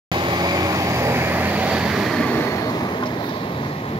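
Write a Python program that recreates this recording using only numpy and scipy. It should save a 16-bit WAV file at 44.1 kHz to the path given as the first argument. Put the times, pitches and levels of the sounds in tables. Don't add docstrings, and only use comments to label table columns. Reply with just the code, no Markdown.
import sys
import numpy as np
from scipy import signal
from scipy.fft import rfft, irfft
from scipy.io import wavfile

SR = 44100
rng = np.random.default_rng(int(sys.argv[2]) if len(sys.argv) > 2 else 0)


def field_ratio(decibels):
    return 10 ** (np.asarray(decibels, dtype=float) / 20)


def to_wav(sig):
    pcm = np.clip(np.atleast_2d(sig), -1, 1) * 32767
    pcm = np.round(pcm).astype(np.int16)
    wavfile.write(sys.argv[1], SR, pcm.T)


N = 175959
T = np.arange(N) / SR

# (time [s], roar level [dB], left-right balance [dB], brightness [0-1])
PASS = [(0.2, -23, 1.5, 1), (0.66, -22.5, 1.5, 0.96), (1.84, -21.5, -4.5, 0.44), (1.9, -21.5, -6, 0.82),
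        (2.48, -24, -8, 0.61), (2.51, -25.5, -6.5, 0.91), (2.55, -24.5, -8.5, 1), (2.59, -27, -10, 1),
        (2.71, -24.5, -4.5, 0.28), (3.25, -29.5, -7.0, 0.89), (3.9, -31, -4, 1)]


def rms_one(x):
    return x / np.sqrt(np.mean(x ** 2) + 1e-20)


def in_time(rows):
    s, *columns = np.transpose(rows)
    return [np.interp(T, s, column) for column in columns]


def at_hz(points, hz):
    table_hz, value = np.array(points).T
    return np.interp(np.log(hz), np.log(table_hz), value)


def drift(rate_hz):
    hop, settle = 40, 2000
    r = np.exp(-2 * np.pi * hop * rate_hz / SR)
    white = rng.standard_normal(N // hop + settle + 2)
    slow = signal.lfilter([1], [1, -2 * r, r * r], white)[settle:]
    return np.interp(np.arange(N) / hop, np.arange(len(slow)), rms_one(slow))


def swell(at_s, lasts_s):
    return np.exp(-.5 * ((T - at_s) / lasts_s) ** 2)


def bell(x, width):
    return np.exp(-.5 * (x / width) ** 2)


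def coloured(x, gain):
    hz = np.maximum(np.fft.rfftfreq(N, 1 / SR), 1)
    return irfft(rfft(x) * gain(hz), N)


def band_pass(x, band_hz):
    return signal.sosfilt(signal.butter(2, band_hz, "band", fs=SR, output="sos"), x)


def ports(shared, own, hz, view):
    # (frequency [Hz], left-right likeness [0-1])
    likeness = [(30, .85), (70, 1), (300, .99), (700, 0.95), (1200, 0.9), (2000, 0.72), (4500, 0.25),
                (12000, .1)]
    # (frequency [Hz], share of the balance [ratio])
    shadow = [(150, 0.12), (300, -0.082), (700, 1.1), (2200, 1.23), (4500, 1.12), (8000, 0.72),
              (13000, -0.25)]
    bass_lag, lag, balance_db = view
    alike = np.clip(at_hz(likeness, hz), 0, 1)
    n = np.arange(N)
    if hz < 400:
        late = np.interp(n - bass_lag, n, shared)
    else:
        late = shared[np.clip(n - np.round(lag).astype(int), 0, N - 1)]
    gain = field_ratio(balance_db * at_hz(shadow, hz) / 2)
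    left = np.sqrt(alike) * late + np.sqrt(1 - alike) * own[0]
    right = np.sqrt(alike) * shared + np.sqrt(1 - alike) * own[1]
    return np.array([left * gain, right / gain])


def roar(cycle, view, patchy_db):
    # (time [s], turn [0 front, 1 flank, 2 rear])
    turn_rows = [
        (.15, 0.35),
        (.9, 0.21),
        (1.5, 0.62),
        (2.3, 1.15),
        (2.9, 1.6),
        (3.9, 1.63),
    ]
    # (frequency [Hz], level [dB per Hz])
    front = [(50, -27), (85, -9.5), (250, -12.5), (600, 0), (1100, -11.5), (2300, -12.5), (4700, -26),
             (13500, -37)]
    flank = [(50, -40), (85, -4.5), (230, 0), (600, -9), (1100, -13.5), (1900, -14), (4700, -26.5),
             (13500, -36.5)]
    rear = [(50, -27), (100, -6), (230, -1.5), (600, -7), (1100, -10.5), (2100, -20.5), (4300, -35),
            (13500, -45.5)]
    side_db = [0.2, -1.53, 3]
    # (frequency [Hz], width [octaves], change [dB], time [s],
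    # lasts [s])
    band_changes = [(505, 0.15, -5, 0.5, 0.35), (1350, 0.23, -6, 0.93, 0.11), (3400, .3, -4, 1.2, .22),
                    (2150, .3, 3.5, 1.3, .17), (2000, .4, -2.5, 1.7, .1), (88, .2, -4, .9, .9),
                    (570, .2, -3, .7, .2), (3520, 0.35, 2.5, 1.67, 0.17), (288.5, 0.2, 5.5, 2.21, 0.053),
                    (362, .25, 4, 2.38, 0.075), (189, 0.18, -5, 2.33, 0.17), (520, 0.21, -1.5, 2.18, .15),
                    (3860, 0.34, 3.5, 3.68, 0.15), (2920, 0.12, 0, 3.5, 0.25), (65, 0.28, 2.5, 1, 0.79),
                    (67, 0.48, 5, 3.75, 0.43), (246.1, 0.16, 6, 1.0, 0.2), (225, 0.22, 1, 2.04, 0.039),
                    (760, 0.28, 3, 1.62, 0.12), (1560, 0.14, 4, 1.82, 0.26), (396, 0.24, 1, 0.23, 0.11),
                    (330, 0.25, -1.5, 1.1, .35), (2473, 0.08, 0, 1.2, 0.089)]
    clatter_depth, clatter_from_hz = 0.12, 1200

    level_db, _, brightness = in_time(PASS)
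    turn = np.clip(in_time(turn_rows)[0], 0, 2)
    together = drift(4.0)
    edges_hz = 32 * 2 ** np.arange(0, 9.1, 1 / 3)
    white = rng.standard_normal((2, 3, N))
    changes = [(mid_hz, width, db * swell(s, lasts)) for mid_hz, width, db, s, lasts in band_changes]
    clatter = 1 + clatter_depth * np.cos(6 * cycle + 4.5 * drift(8.4)) * field_ratio(1.3 * drift(4.2))
    out = 0
    for k, (low, high) in enumerate(zip(edges_hz, edges_hz[1:])):
        shared, *own = band_pass(white[k % 2], [low, high])
        hz = np.sqrt(low * high)
        heard_db = [at_hz(side, hz) + trim_db for side, trim_db in zip((front, flank, rear), side_db)]
        db = np.interp(turn, [0, 1, 2], heard_db)
        db = db + patchy_db * (.5 * together + .5 * drift(2.5) + .9 * drift(14.0))
        db = db + brightness * np.log2(hz / 500) * 0.28
        for mid_hz, width, change_db in changes:
            if .5 < hz / mid_hz < 2:
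                db = db + bell(np.log2(hz / mid_hz), width) * change_db
        beat = clatter if hz > clatter_from_hz else 1
        out = out + field_ratio(db) * ports(shared, own, hz, view) * beat
    return field_ratio(level_db + 2.0) * rms_one(out)


def engine(cycle, view):
    # (multiple of the cycle [ratio], level [dB], loudest at [s], lasts [s])
    orders_heard = [(6, -32, 0.5, 0.5), (6, -33, 1.6, 0.42), (38, -32, .58, .22), (36, -35, 1.1, .12),
                    (8, -36.5, .5, 1), (9, -40, 0.31, 0.68), (9, -28.5, 1.12, 0.18), (9, -35, 1.9, 0.23),
                    (12, -34, .4, .5), (12, -34, 1.4, .6), (14, -29, 1.55, .18), (16, -31, 1.6, .07),
                    (14, -33, 1.95, .15), (14, -37, .75, .2), (17, -34, 1.15, .3), (17, -34, 1.9, .25),
                    (18, -36, .3, .3), (18, -29, 2.34, .1), (21, -30.5, .75, .2), (24, -33, .2, .12),
                    (24, -30, .54, .14), (22, -30, 2.2, .05), (25, -32, 2.36, .07), (18, -33, 1.08, .1),
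                    (32, -33, 1.1, .07), (38, -34, 1.08, .08), (28, -32, 2.0, .06), (12, -32.5, 3.68, 0.22),
                    (9, -31, 3.97, 0.089), (18, -36.5, 4.27, .3), (10, -39, 3.28, 0.59),
                    (30, -38, 2.32, 0.057), (21, -34, 3.02, 0.23), (42, -30, 1.04, 0.084)]
    wobble_db, wobble_rad = 1.2, .3
    tone = 0
    for order in sorted({round(row[0]) for row in orders_heard}):
        heard = sum(field_ratio(db + 1.5) * swell(s, lasts)
                    for multiple, db, s, lasts in orders_heard if round(multiple) == order)
        level = heard * field_ratio(wobble_db * drift(4.3))
        phase = order * cycle + wobble_rad * drift(3.4) + rng.uniform(0, 2 * np.pi)
        tone = tone + level * np.sin(phase)
    return ports(tone, [tone, tone], 200, view)


def narrow(hz, width_hz):
    r = np.exp(-np.pi * width_hz / SR)
    stage = [1, 0, -1, 1, -2 * r * np.cos(2 * np.pi * hz / SR), r * r]
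    return rms_one(signal.sosfilt([stage, stage], rng.standard_normal((3, N))))


def panels(view):
    # (frequency [Hz], width [Hz], level [dB], time [s], lasts [s])
    panel_rows = [(614, 49, -45, 0.37, .3), (811, 29, -33, 0.72, 0.38), (625, 30, -35, 2.4, 0.61),
                  (766, 63, -31, 1.66, 0.091), (427, 43, -38.5, 2.35, 0.47), (1153, 140, -34.5, 2.27, 0.36),
                  (1058, 33, -40, 3.27, 0.46), (2250, 510, -28.5, 0.51, 0.15),
                  (1750, 536, -35.5, 2.03, 0.34), (3800, 1800, -42, 3.315, 0.12),
                  (13200, 450, -57.5, 3.376, 0.45), (2230, 380, -35, 1.25, 0.088),
                  (1090, 89, -31.5, 0.49, 0.28)]
    out = 0
    for hz, width_hz, db, s, lasts in panel_rows:
        shared, *own = narrow(hz, width_hz) * field_ratio(db) * swell(s, lasts)
        out = out + ports(shared, own, hz, view)
    return out


def slow_noise(width_hz):
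    white = rng.standard_normal((2, 3, N))
    return rms_one(signal.lfilter(*signal.butter(2, width_hz / 2, fs=SR), white))


def turbo(view):
    # (time [s], frequency [Hz], level [dB], breathiness [0-1])
    whine = [(.15, 4800, -44, .9), (.5, 4780, -43.5, .9), (1.32, 4780, -42, .9), (1.45, 4560, -43.5, .9),
             (1.9, 4560, -43, .8), (2.15, 4420, -46, .6), (2.3, 4385, -43.5, .3), (2.52, 4345, -43.5, .25),
             (2.555, 4345, -54, .25), (2.59, 4345, -43.5, .25), (2.7, 4335, -46.5, .3),
             (2.77, 4325, -66, .3)]
    width_hz, core_hz, throb_db = 360, 75, 2.8
    whistle_hz, whistle_db, whistle_s, whistle_lasts_s = 8164, -54, 2.02, .13

    hz, db, breath = in_time(whine)
    breath = np.clip(breath, 0, 1)
    carrier = np.exp(2j * np.pi * np.cumsum(hz) / SR)
    wide, core = slow_noise(width_hz), slow_noise(core_hz)
    slow = np.sqrt(breath) * wide + np.sqrt(1 - breath) * core
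    hiss = slow[0] * carrier.real + slow[1] * carrier.imag
    hiss = hiss * field_ratio(db + throb_db * breath * drift(9.3))
    whistle = np.sin(2 * np.pi * whistle_hz * T + .6 * drift(15.0))
    whistle = whistle * field_ratio(whistle_db) * swell(whistle_s, whistle_lasts_s)
    return ports(hiss[0], hiss[1:], 3900, view) + whistle


def knocks(view):
    # (time [s], dull level [dB], clack level [dB], bright level [dB])
    knock_rows = [
        (3.0255, -8.5, -38, -44),
        (3.034, -11.5, -30, -45),
        (3.056, -27, -45, -33),
        (3.066, -30, -45, -38),
        (3.293, -32, -44, -36),
        (3.632, -19, -41, -45),
    ]
    # (frequency [Hz], level [dB], T60 [s])
    dull_modes = [(840, -5, .04), (1030, -1, .045), (1190, 0, .04), (1460, -1, .035), (600, -9, .04)]
    attack_s, bright_t60_s = .002, .06
    bump_s, bump_db, bump_hz, bump_lasts_s = 3.958, -18, 165, .003

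    dull = np.zeros(N)
    rattle = np.zeros((2, 1, N))
    chance_db = rng.normal(0, 1.9, (len(knock_rows), len(dull_modes)))
    for row_db, (s, dull_db, *sharp_db) in zip(chance_db, knock_rows):
        age = np.maximum(T - s, 0)
        on = (T > s) * np.minimum(age / attack_s, 1)
        rattle += on * field_ratio(np.reshape(sharp_db, (2, 1, 1)) - 60 * age / bright_t60_s)
        for vary_db, (hz, db, t60) in zip(row_db, dull_modes):
            decay = field_ratio(dull_db + db + vary_db - 9 - 60 * age / t60)
            dull += on * decay * np.sin(2 * np.pi * hz * age)
    thud = np.cos(2 * np.pi * bump_hz * (T - bump_s))
    dull -= field_ratio(bump_db) * swell(bump_s, bump_lasts_s) * thud

    white = rng.standard_normal((3, N))
    clack = rattle[0] * rms_one(band_pass(white, (1400, 3500)))
    bright = rattle[1] * rms_one(band_pass(white, (3500, 6000)))
    out = ports(dull, [dull, dull], 409.9, view)
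    out = out + ports(clack[0], clack[1:], 1500, view)
    return out + ports(bright[0], bright[1:], 3600, view)


def puff():
    # (frequency [Hz], level [dB per Hz])
    puff_colour = [(2500, -8), (4200, -2), (6000, -6), (9000, -4), (13000, 0), (15500, -3)]
    at_s, lasts_s, level_db, low_hz, pan_db = 3.262, .03, -46, 2500, -12
    white = rng.standard_normal((2, N))
    air = rms_one(coloured(white, lambda hz: field_ratio(at_hz(puff_colour, hz)) * (hz > low_hz)))
    return air * field_ratio(level_db + pan_db * np.array([[.5], [-.5]])) * swell(at_s, lasts_s)


def scene():
    # (time [s], firing rate [Hz])
    firing = [(.15, 85.2), (.6, 89.87), (.8, 88.77), (1.1, 82.84), (1.6, 89.1), (1.95, 88.07), (2.2, 79.93),
              (2.45, 76.5), (2.8, 70.85), (3.4, 71.75), (3.95, 75.3)]
    # (time [s], bass lag [samples], lag above [samples])
    lag_rows = [(.15, 7.5, 10.5), (1.2, 6.5, 5), (2.0, 6, 1), (2.7, 2, -9), (3.9, 1, -12)]
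    cycle = 2 * np.pi * np.cumsum(in_time(firing)[0]) / 6 / SR
    view = in_time(lag_rows) + [in_time(PASS)[1]]
    out = roar(cycle, view, patchy_db=0.84) + engine(cycle, view) + panels(view)
    return out + turbo(view) + knocks(view) + puff()


def low_pass(x):
    return signal.sosfilt(signal.butter(12, 15790, fs=SR, output="sos"), x)


def record(dry):
    # (frequency [Hz], width [Hz], left [dB], right [dB])
    housing = [(516, 24, -4, -1), (1200, 54, 5.5, -1.5), (1414, 188, -2, -7), (2050, 680, -3.5, 4),
               (2340, 490, 5, -2.5), (2856, 390, -2.5, -5), (7000, 550, 5.5, -9), (7740, 310, -6, -0.5),
               (8340, 280, 0.5, -10), (8830, 1490, -6.5, -12.5)]
    cutoff_hz, rumble_cut_hz = 15780, 21.7
    start_s, opens_s, settle_db, settle_s = .1156, .0002, 3, .02

    def housing_gain(hz):
        db = sum(np.array([[left_db], [right_db]]) * bell(hz - mid_hz, width)
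                 for mid_hz, width, left_db, right_db in housing)
        return field_ratio(db) * (hz < cutoff_hz)

    x = coloured(dry, housing_gain)
    x = signal.sosfilt(signal.butter(2, rumble_cut_hz, "high", fs=SR, output="sos"), x)
    x = x * field_ratio(settle_db * np.exp(-np.abs(T - start_s) / settle_s))
    x = x * np.clip((T - start_s) / opens_s, 0, 1)
    return low_pass(x)


dry = scene()
out = record(dry)
to_wav(out)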